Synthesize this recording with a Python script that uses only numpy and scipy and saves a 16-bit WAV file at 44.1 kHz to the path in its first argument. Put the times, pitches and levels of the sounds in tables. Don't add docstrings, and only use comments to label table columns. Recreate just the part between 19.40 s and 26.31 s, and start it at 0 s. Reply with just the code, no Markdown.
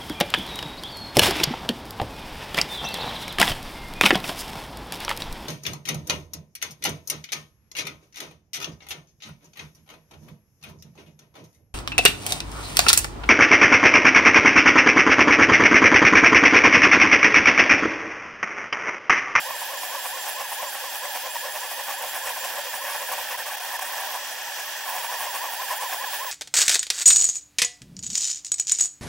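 import sys
import numpy as np
from scipy import signal
from scipy.fft import rfft, irfft, next_fast_len
from scipy.io import wavfile
from scipy.ndimage import uniform_filter1d

SR = 44100
rng = np.random.default_rng(int(sys.argv[2]) if len(sys.argv) > 2 else 0)


def to_wav(sig):
    pcm = np.clip(np.atleast_2d(sig), -1, 1) * 32767
    pcm = np.round(pcm).astype(np.int16)
    wavfile.write(sys.argv[1], SR, pcm.T)


N = 304731
SIZE = next_fast_len(N, True)
TIME, FREQ = np.arange(N) / SR, np.fft.rfftfreq(SIZE, 1 / SR)

# multiple, relative_db
MOTOR_PARTIALS = [(1, 3), (2, -1), (3, -8)]


def amp(db):
    return 10 ** (np.asarray(db) / 20)


def unit(x):
    return x / np.sqrt(np.mean(x ** 2) + 1e-20)


def curve(rows, axis=1):
    columns = np.transpose(rows)
    return np.interp(TIME, columns[0], columns[axis])


def spectrum(points):
    hz, db = np.transpose(points)
    return amp(np.interp(np.log(FREQ + 1), np.log(hz), db))


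def resonances(modes):
    power = sum(amp(db) ** 2 / (1 + ((FREQ - hz) / width) ** 2) ** 4 for hz, width, db in modes)
    return np.sqrt(power)


def colour(x, gain):
    return irfft(rfft(x, SIZE) * gain, SIZE)[..., :N]


def drift(rate, order=N):
    values = rng.standard_normal(order // 8)
    return unit(np.interp(2 * rate * TIME[:order], np.arange(len(values)), values))


def wide_noise(gain, side):
    mid, other = unit(colour(rng.standard_normal((2, N)), gain))
    other = colour(other, side)
    return np.array([mid + other, mid - other])


def tone(hz, partials):
    turns = np.cumsum(hz) / SR
    waves = (amp(db) * np.sin(2 * np.pi * (round(k) * turns + rng.random())) for k, db in partials)
    return np.sqrt(2) * sum(waves)


def room(x, t60, wet_db):
    t = np.arange(SR // 8) / SR
    taps = rng.standard_normal((2, len(t))) * amp(-60 * t / t60)
    taps /= np.linalg.norm(taps, axis=1, keepdims=True)
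    return x + amp(wet_db) * signal.fftconvolve(x[None], taps, axes=1)[:, :N]


def window(start, end, fade):
    at = np.flatnonzero((TIME > start - fade) & (TIME < end + fade))
    edge = np.minimum(TIME[at] - start, end - TIME[at])
    return at, np.clip(.5 + .5 * edge / fade, 0, 1)


def bump(s, length):
    return 2 ** -np.minimum((2 * (TIME - s) / length) ** 2, 60)


def stepper(hz, partials, wobble=.004):
    rough_db, rough_per_s = 1.6, 75
    grain = unit(amp(rough_db * drift(rough_per_s, order=len(hz))))
    return grain * tone(hz * (1 + wobble * drift(120, order=len(hz))), partials)


def extruder_dashes(count):
    dash_per_s, dash_db = 20, 5.5
    beats = np.cumsum(dash_per_s * (1 + .2 * drift(10))) / SR
    dashes = []
    for _ in range(count):
        swing = np.tanh(2 * np.sin(2 * np.pi * beats + drift(5)) + .5)
        dashes.append(unit(amp(dash_db * swing + 2 * np.tanh(drift(12)))))
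    return dashes


def long_strokes(sum_hz, slope):
    # start_s, end_s, lead_from_hz, lead_to_hz, extruder_step_hz,
    # whine_db (before the frame), whistle_hz, whistle_db
    strokes = [(0.0, 0.1, 550, 1160, 1234.0, -34.4, 4705, -50),
               (0.114, 0.215, 1160, 545, 1234.5, -36.6, 4700, -52),
               (0.233, 0.325, 505, 1160, 1254.0, -35.7, 4775, -55),
               (0.335, 0.432, 1135, 595, 1216.5, -36.1, 4620, -56),
               (0.447, 0.549, 535, 1185, 1206.5, -35.5, 4830, -58),
               (0.559, 0.654, 1150, 545, 1240.0, -35.6, 4725, -55),
               (0.67, 0.761, 480, 1150, 1229.0, -34.5, 4680, -55),
               (0.775, 0.87, 1135, 605, 1228.0, -38.8, 4680, -54),
               (0.9, 0.994, 480, 1150, 1238.0, -35.6, 4715, -53),
               (1.014, 1.121, 1160, 590, 1248.5, -37.5, 4755, -54),
               (1.131, 1.223, 520, 1150, 1200.5, -34.3, 4805, -55),
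               (1.243, 1.343, 1160, 625, 1221.5, -38.3, 4630, -50),
               (1.365, 1.451, 620, 1125, 1250.5, -38.0, 4735, -52),
               (1.461, 1.546, 1090, 610, 1244.0, -38.1, 4715, -53),
               (1.56, 1.646, 490, 1100, 1246.0, -36.0, 4720, -52),
               (1.665, 1.751, 1090, 605, 1200.5, -37.3, 4800, -56),
               (1.771, 1.859, 540, 1100, 1256.0, -36.3, 4790, -53),
               (1.871, 1.955, 1090, 620, 1233.0, -38.3, 4700, -53),
               (1.974, 2.051, 585, 1110, 1209.5, -35.1, 4595, -54),
               (2.081, 2.147, 1040, 590, 1237.5, -37.7, 4720, -52),
               (2.175, 2.235, 695, 1015, 1218.0, -36.7, 4600, -53),
               (2.25, 2.308, 1030, 675, 1240.0, -39.9, 4715, -50),
               (2.322, 2.394, 650, 1050, 1254.5, -37.7, 4750, -54),
               (2.406, 2.483, 1015, 720, 1252.0, -41.5, 4765, -54),
               (2.525, 2.61, 595, 1110, 1227.0, -36.5, 4660, -52),
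               (2.668, 2.737, 1090, 665, 1227.5, -39.3, 4665, -53),
               (2.769, 2.856, 570, 1125, 1211.0, -35.6, 4850, -52),
               (2.9, 2.966, 1015, 745, 1203.0, -36.0, 4805, -52),
               (2.982, 3.035, 715, 1065, 1213.0, -39.0, 4850, -54),
               (3.05, 3.1, 1050, 685, 1249.0, -39.4, 4570, -60),
               (3.21, 3.26, 750, 980, 1233.5, -38.9, 4675, -50),
               (3.274, 3.33, 1050, 750, 1212.0, -39.7, 4840, -54),
               (3.365, 3.435, 600, 1110, 1201.0, -33.9, 4800, -51),
               (3.565, 3.62, 680, 1030, 1223.0, -36.5, 4600, -55),
               (3.63, 3.68, 990, 810, 1200.0, -42.3, 4820, -57),
               (5.5, 5.56, 790, 1065, 1257.5, -36.2, 4670, -57),
               (5.592, 5.635, 1015, 775, 1243.5, -33.0, 4690, -52),
               (5.657, 5.72, 695, 1065, 1200.0, -32.1, 4800, -55),
               (5.746, 5.8, 1050, 710, 1259.0, -32.9, 4770, -50),
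               (5.824, 5.86, 775, 1040, 1233.5, -33.1, 4810, -58),
               (5.875, 5.944, 1075, 705, 1236.0, -33.2, 4705, -50),
               (5.976, 6.04, 690, 1065, 1237.0, -32.8, 4675, -48),
               (6.062, 6.13, 1090, 655, 1256.5, -34.0, 4760, -51),
               (6.147, 6.215, 685, 1065, 1241.5, -32.8, 4705, -48),
               (6.229, 6.298, 1075, 605, 1199.0, -33.4, 4795, -51),
               (6.345, 6.42, 630, 1090, 1210.5, -32.3, 4840, -54),
               (6.442, 6.516, 1090, 655, 1214.0, -33.0, 4625, -54),
               (6.552, 6.634, 620, 1100, 1197.5, -32.8, 4785, -51),
               (6.65, 6.731, 1100, 625, 1232.5, -33.5, 4670, -52),
               (6.749, 6.84, 590, 1125, 1206.0, -32.6, 4825, -53),
               (6.856, 6.908, 1090, 785, 1245.0, -33.2, 4730, -54)]
    # multiple, relative_db
    lead_partials = [(1, 0), (2, -6.5), (3, -14)]
    # multiple, relative_db
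    second_partials = [(1, 0), (2, -6)]
    # time_s, level_db (before the frame)
    undertone = [(0, -45), (2.8, -45), (3.7, -46), (5.5, -54), (6.91, -54)]
    # multiple, level_db (at the lead's usual pitch), gain_db_per_khz (of lead pitch)
    extruder_partials = [(2, -52.5, 0), (3, -57.5, 0), (4, -62, 0), (5, -53.5, 22), (6, -45, 0),
                         (7, -60, 0), (8, -49.5, -15), (9, -53, -5), (10, -49.5, 0), (11, -50.5, 0),
                         (12, -50.5, -10), (13, -55, 0)]
    mid_hz, arch_hz = 864, 34.1
    second_db, second_top_hz = -45, 830
    third_hz, third_scatter, third_db = 857, 0.0358, -42
    whistle_waver = .0015
    follow_s = 0.057

    whine, steps, moving, cruising, pace = np.zeros((5, N))
    dashes = extruder_dashes(len(extruder_partials))
    chances = rng.standard_normal((len(strokes), 2))
    for stroke, chance in zip(strokes, chances):
        start, end, from_hz, to_hz, step_hz, db, whistle_hz, whistle_db = stroke
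        at, gate = window(start, end, fade=.006)
        part = np.clip((TIME[at] - start) / (end - start), 0, 1)
        middle = 4 * part * (1 - part)

        lead_hz = from_hz + (to_hz - from_hz) * part + arch_hz * middle
        second_hz = np.minimum(sum_hz - slope * lead_hz, second_top_hz)
        bend = chance[0] * part + chance[1] * (1 - part)
        buzz_hz = third_hz * (1 + third_scatter * bend)
        faster_khz = np.clip(lead_hz - mid_hz, -180, 170) / 1000

        sings = np.minimum(lead_hz / 760, 1) ** 5
        under_db = np.interp(start, *np.transpose(undertone))
        whine[at] += gate * sings * amp(db) * stepper(lead_hz, lead_partials)
        whine[at] += gate * sings * amp(under_db) * stepper(lead_hz / 2, [(1, 0)])
        second_level = amp(second_db) * (second_hz / 600) ** 2
        whine[at] += gate * second_level * stepper(second_hz, second_partials)
        buzz = stepper(buzz_hz, [(1, -6), (2, -2.5), (3, -9)], wobble=.016)
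        whine[at] += gate * amp(third_db) * buzz

        flow = gate * middle ** .3
        for (k, level_db, db_per_khz), dash in zip(extruder_partials, dashes):
            level = flow * dash[at] * amp(db_per_khz * faster_khz)
            steps[at] += level * tone(np.full(len(at), step_hz), [(k, level_db)])
        waver = 1 + whistle_waver * drift(40, order=len(at))
        steps[at] += gate * tone(whistle_hz * waver, [(1, whistle_db)])

        moving[at] += gate
        cruising[at] += gate * middle
        pace[at] += gate * faster_khz
    return whine, steps, np.minimum(moving, 1), cruising, uniform_filter1d(pace, round(follow_s * SR))


def hops():
    # start_s, end_s, from_hz, to_hz, whine_db (before the frame)
    hop_rows = [(2.96, 2.987, 755, 1030, -56), (3.135, 3.165, 720, 1000, -54),
                (3.17, 3.223, 1075, 767, -42), (3.328, 3.35, 747, 1110, -39), (3.445, 3.5, 1027, 664, -40),
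                (3.5, 3.535, 1090, 910, -43), (3.548, 3.563, 700, 950, -30), (3.683, 3.699, 1052, 696, -32),
                (3.74, 3.77, 1030, 754, -49), (3.78, 3.794, 798, 1050, -32),
                (3.925, 3.959, 804, 1050, -35.5), (3.98, 4.01, 740, 932, -32.5),
                (4.06, 4.089, 1010, 750, -39.5), (4.34, 4.374, 1020, 760, -35),
                (4.415, 4.448, 770, 934, -39.5), (4.45, 4.473, 744, 1014, -37),
                (4.56, 4.588, 1006, 770, -42), (4.58, 4.613, 792, 1037, -39), (4.61, 4.666, 830, 770, -38),
                (4.745, 4.787, 735, 896, -42), (6.295, 6.336, 790, 1090, -37)]
    whine = np.zeros(N)
    for start, end, from_hz, to_hz, db in hop_rows:
        at, gate = window(start, end, fade=0.00507)
        glide_hz = np.interp(TIME[at], [start, end], [from_hz, to_hz])
        whine[at] += gate * amp(db) * stepper(glide_hz, MOTOR_PARTIALS)
    return whine


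def short_moves(move_s, low_hz, high_hz, count=2):
    edges = np.cumsum(move_s * (.4 + 1.2 * rng.random(2000))) - 2 * move_s
    move, part = np.divmod(np.interp(TIME, edges, np.arange(len(edges))), 1)
    out = np.zeros(N)
    for _ in range(count):
        first, last = rng.uniform(low_hz, high_hz, (len(edges), 2))[move.astype(int)].T
        out += tone(first + (last - first) * part, MOTOR_PARTIALS)
    return unit(out * np.sin(np.pi * part) ** .6)


def knocks(per_s):
    return unit(rng.standard_normal(N) * (rng.random(N) < per_s / SR))


def turn_levels(sizzle_db):
    # middle_s, length_s (before spreading), jolt_db (relative)
    turns = [(0.105, 0.024, -40), (0.226, 0.015, -37), (.329, 0.011, -44), (0.446, 0.026, -34.5),
             (0.554, 0.012, -34.5), (0.653, 0.018, -34.5), (0.777, 0.016, -49), (0.886, 0.041, -34.5),
             (1.009, 0.016, -32), (1.125, 0.017, -34), (1.237, 0.024, -34), (1.357, 0.029, -37),
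             (1.444, 0.0088, -37), (1.553, 0.026, -32.5), (1.65, 0.025, -38), (1.761, 0.033, -32.5),
             (1.869, .012, -34.5), (1.958, 0.013, -33), (2.074, 0.039, -36.5), (2.164, 0.037, -34.5),
             (2.246, 0.021, -35), (2.319, 0.017, -34), (2.4, 0.019, -34.5), (2.504, 0.051, -31.5),
             (2.647, 0.065, -34.5), (2.763, 0.052, -32.5), (2.883, 0.054, -31), (2.977, 0.016, -33.5),
             (3.049, 0.026, -32.5), (3.096, 0.021, -34), (3.19, 0.045, -36), (3.268, 0.024, -39.5),
             (3.35, 0.037, -34.5), (3.5, 0.041, -35), (3.557, 0.028, -35), (3.633, 0.031, -35.5),
             (3.726, 0.022, -29.5), (3.802, 0.032, -34.5), (3.919, 0.013, -31), (3.995, 0.011, -32.5),
             (4.073, 0.018, -35), (4.14, 0.031, -42), (4.35, 0.018, -34), (4.398, 0.01, -34),
             (4.427, 0.0094, -35), (4.535, 0.0091, -37), (4.577, 0.02, -34.5), (4.756, 0.016, -34),
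             (5.198, .012, -39), (5.5, 0.013, -33), (5.55, 0.072, -33), (5.647, 0.035, -35.5),
             (5.732, 0.028, -33.5), (5.822, 0.046, -33), (5.85, 0.036, -35), (5.963, 0.039, -33),
             (6.05, .025, -31.5), (6.127, 0.021, -36), (6.224, 0.014, -34.5), (6.317, 0.038, -31),
             (6.434, 0.023, -31), (6.535, 0.037, -31.5), (6.648, 0.015, -39), (6.742, 0.019, -31),
             (6.848, 0.015, -52)]
    ring_s, sizzle_spread_s = 0.012, 0.0061
    shake, sizzle = np.zeros((2, N))
    for s, length, db in turns:
        shake += amp(db) ** 2 * bump(s, length + ring_s) ** 2
        sizzle += amp(db + sizzle_db) ** 2 * bump(s, length + sizzle_spread_s)
    return np.sqrt(shake), np.sqrt(sizzle)


def frame(whine, moving, pace, turn_shake):
    # time_s, lower_modes_db, upper_modes_db (both relative)
    shake = [(0, -28, -36), (2.4, -34.5, -37.5), (3.5, -36.5, -36.5), (4.0, -37.5, -38), (4.06, -34, -38),
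             (4.4, -33.5, -37), (4.77, -33, -39.5), (4.79, -38.5, -39), (5.45, -37.5, -38),
             (5.48, -30.5, -37.5), (6.91, -31.5, -36.5)]
    # time_s, drive_db (relative)
    deep_curve = [(0, 6.5), (1, 3.5), (1.8, 7), (2.8, 5), (3.7, 7), (4.4, -2.5), (5.1, 1.5), (5.6, -3.5),
                  (6.3, 1), (6.91, -2)]
    # centre_hz, width_hz, relative_db
    deep_modes = [(502.5, 41, -5.5), (573, 58, -6)]
    low_modes = [(668, 86, -8), (751.4, 34, -0.6), (821, 69, -3), (934, 110, -2), (1050, 114, -2.5),
                 (1140, 65, -3.5)]
    high_modes = [(1347, 99, -7), (1427, 43, -7), (1530, 53, -2), (1709, 150, 0), (1839, 59, -0.5),
                  (1920, 114, -6), (2045, 110, -9.5), (2250, 71, -6.5), (2530, 64, -13), (2476, 160, -4.5),
                  (2740, 130, -5), (3180, 120, -14.5)]
    stand_modes = [(89.5, 64, 0.5), (256, 98, 3), (361, 68, 5)]
    # pitch_hz, gain_db
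    whine_response = [(440, -30), (500, -6), (545, -.5), (600, -5), (680, -13), (760, -5.5), (845, -10),
                      (900, -5), (950, -2), (1040, -.5), (1150, -5), (1240, -20), (1540, -4), (1930, -1),
                      (2050, -16), (3400, -16)]
    calm_db, upper_calm_db = -11.5, -5
    shake_db_per_khz, deep_db_per_khz = 6, 26

    deep, low, high = resonances(deep_modes), resonances(low_modes), resonances(high_modes)
    deep_drive = amp(curve(deep_curve))
    darting = short_moves(move_s=.016, low_hz=560, high_hz=1180, count=3)
    rattle = knocks(per_s=3500)
    push = darting + amp(7) * rattle
    jolt = short_moves(move_s=.006, low_hz=480, high_hz=1180, count=3) + amp(12) * rattle

    deep_share = deep_drive * amp(deep_db_per_khz * pace - 5.0)
    lower = unit(colour(push, low) + amp(8.5) * deep_share * colour(push, deep))
    jolted = unit(colour(jolt, low) + deep_share * colour(jolt, deep))
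    upper = unit(unit(colour(darting, high)) + amp(-0.5) * unit(colour(rattle, high)))

    calm = amp(calm_db * moving + shake_db_per_khz * pace)
    shake_level, jolt_level = amp(curve(shake) - 3.0) * calm, amp(-2.0) * turn_shake
    upper_steady = amp(curve(shake, axis=2) + 0.13) * amp(upper_calm_db * moving)
    upper_level = np.hypot(upper_steady, amp(-8.0) * turn_shake)
    sung = colour(whine, spectrum(whine_response))
    ringing = lower * shake_level + jolted * jolt_level + upper * upper_level + sung
    radiated = spectrum([(300, -31), (455, -20), (505, -0.5)])
    body = room(colour(ringing, radiated), t60=0.036, wet_db=-30)

    thud_level = unit((np.hypot(shake_level, jolt_level) * deep_drive) ** 0.54)
    thud = wide_noise(resonances(stand_modes), side=amp(-7.5)) * thud_level * amp(-67.0)
    return np.array([body[0], np.roll(body[1], 1)]) + thud


def belts(cruising, pace, turn_sizzle):
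    # time_s, level_db (relative)
    sizzle_curve = [(0, -38), (2.4, -39.5), (3.7, -38), (4.15, -39), (4.75, -39.5), (4.79, -43),
                    (5.45, -41.5), (5.48, -38), (6.91, -39.5)]
    # time_s, level_db (before flutter)
    creep_curve = [(0, -93.5), (3.8, -62), (4.3, -46.5), (4.74, -47), (4.85, -40), (4.95, -40.5),
                   (5.1, -46), (5.19, -40), (5.3, -42.5), (5.44, -45), (5.52, -85), (6.91, -79)]
    # time_s, level_db (before the band limit)
    top_curve = [(0, -47), (2, -45), (3.7, -45), (4.6, -40), (4.85, -48), (5.4, -46), (5.55, -38),
                 (6.2, -43), (6.91, -35.5)]
    # centre_hz, width_hz, relative_db
    belt_modes = [(2570, 1570, 2), (3630, 210, -2.5), (4570, 350, -3.5), (5180, 290, 2.5), (5620, 110, 4),
                  (6055, 195, 4), (6820, 350, 1), (7550, 370, 0)]
    joint_modes = [(8300, 1500, -1.2), (9740, 1080, 1), (11030, 1300, 1.5), (12240, 610, 0.5),
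                   (13200, 1800, 0.5), (14400, 850, 0.5), (14840, 640, 4.5)]
    creep_modes = [(5240, 150, 7), (5730, 280, -14), (5930, 400, 7.5), (6600, 250, 2), (7360, 1000, 2),
                   (13900, 750, 0)]
    smooth_db, sizzle_db_per_khz = -3.5, -11
    flutter_db, flutter_per_s = 2, 30

    steady, smooth = amp(curve(sizzle_curve) - 2.0), amp(smooth_db * cruising)
    level = np.hypot(steady * smooth, amp(-3) * turn_sizzle) * amp(sizzle_db_per_khz * pace)
    rasp_shape = np.hypot(steady * np.sqrt(smooth), amp(-3.5) * turn_sizzle) ** 2.15
    rasp_level = amp(-42.0) * unit(rasp_shape)
    rasp_grit = unit(amp(4.1 * np.tanh(drift(229))))
    rasp = wide_noise(resonances(belt_modes), side=amp(-25)) * rasp_level * rasp_grit

    sizzle = np.zeros((2, N))
    for hz, width, db in joint_modes:
        grit = unit(amp(2.84 * drift(40)))
        noise = wide_noise(resonances([(hz, width, 0)]), side=amp(-7.0))
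        sizzle += amp(db) * np.sqrt(width) * grit * noise
    sizzle = unit(sizzle) * level * amp(2.5) * unit(amp(1.05 * drift(450)))

    creep_level = amp(curve(creep_curve) + flutter_db * drift(flutter_per_s))
    creep = wide_noise(resonances(creep_modes), side=amp(-13)) * creep_level
    top = wide_noise(resonances([(15860, 380, 0)]), side=amp(-3)) * amp(curve(top_curve))
    return rasp + sizzle + creep + top


def fans():
    # frequency_hz, relative_db (per Hz)
    air_points = [(25, -42), (100, -21), (190, -20), (440, -7), (600, 4), (950, -1.5), (1600, -35),
                  (2200, -15), (2650, 2.5), (3400, 4.5), (3900, -0.5), (5400, 2), (8500, -9.5),
                  (15700, -13.5)]
    # frequency_hz, side_over_mid_db
    air_side = [(60, -35), (200, 0.5), (800, -9), (1600, 12), (2700, 0.5), (4200, -1), (5500, -3),
                (10000, 5.5), (15000, -5)]
    # multiple (of the blade rate), level_db
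    big_partials = [(1, -68), (2, -51), (3, -61.5), (4, -51), (5, -58.5), (6, -65), (7, -54), (8, -63)]
    small_partials = [(1, -56), (3, -56.5), (4, -49.5)]
    air_db, big_hz, small_hz = -40.5, 420, 819.2
    air_level = amp(air_db + 0.86 * drift(9.1))
    air = air_level * wide_noise(spectrum(air_points), side=spectrum(air_side))
    big = tone(big_hz * (1 + 0.00054 * drift(11.4)), big_partials)
    small = tone(small_hz * (1 + 0.0017 * drift(15.35)), small_partials)
    return air + room(big + small, t60=.06, wet_db=-46)


def scene():
    # middle_s, length_s, depth_db
    stops = [(3.97, 0.0069, -23), (4.049, 0.019, -8), (4.164, 0.0082, -15), (4.194, 0.0083, -13),
             (4.217, 0.0055, -3), (4.38, 0.013, -12), (4.404, 0.0083, -10), (5.342, .012, -3)]
    whine, steps, moving, cruising, pace = long_strokes(sum_hz=1470, slope=.95)
    turn_shake, turn_sizzle = turn_levels(sizzle_db=-6)
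    running = amp(sum(db * bump(s, length) for s, length, db in stops))
    extruder = room(steps, t60=.012, wet_db=-6)
    body = frame(whine + hops(), moving, pace, turn_shake)
    hiss = belts(cruising, pace, turn_sizzle)
    motion = body * amp([[-.1], [.1]]) + (hiss + extruder) * amp([[-.5], [.5]])
    return running * motion + fans() * amp([[-.3], [.3]])


def record(dry):
    edge_hz = 15790
    band = np.clip((edge_hz - FREQ) / 60 + .5, 0, 1)
    return colour(dry * amp([[-.22], [.22]]), band)


dry = scene()
out = record(dry)
to_wav(out)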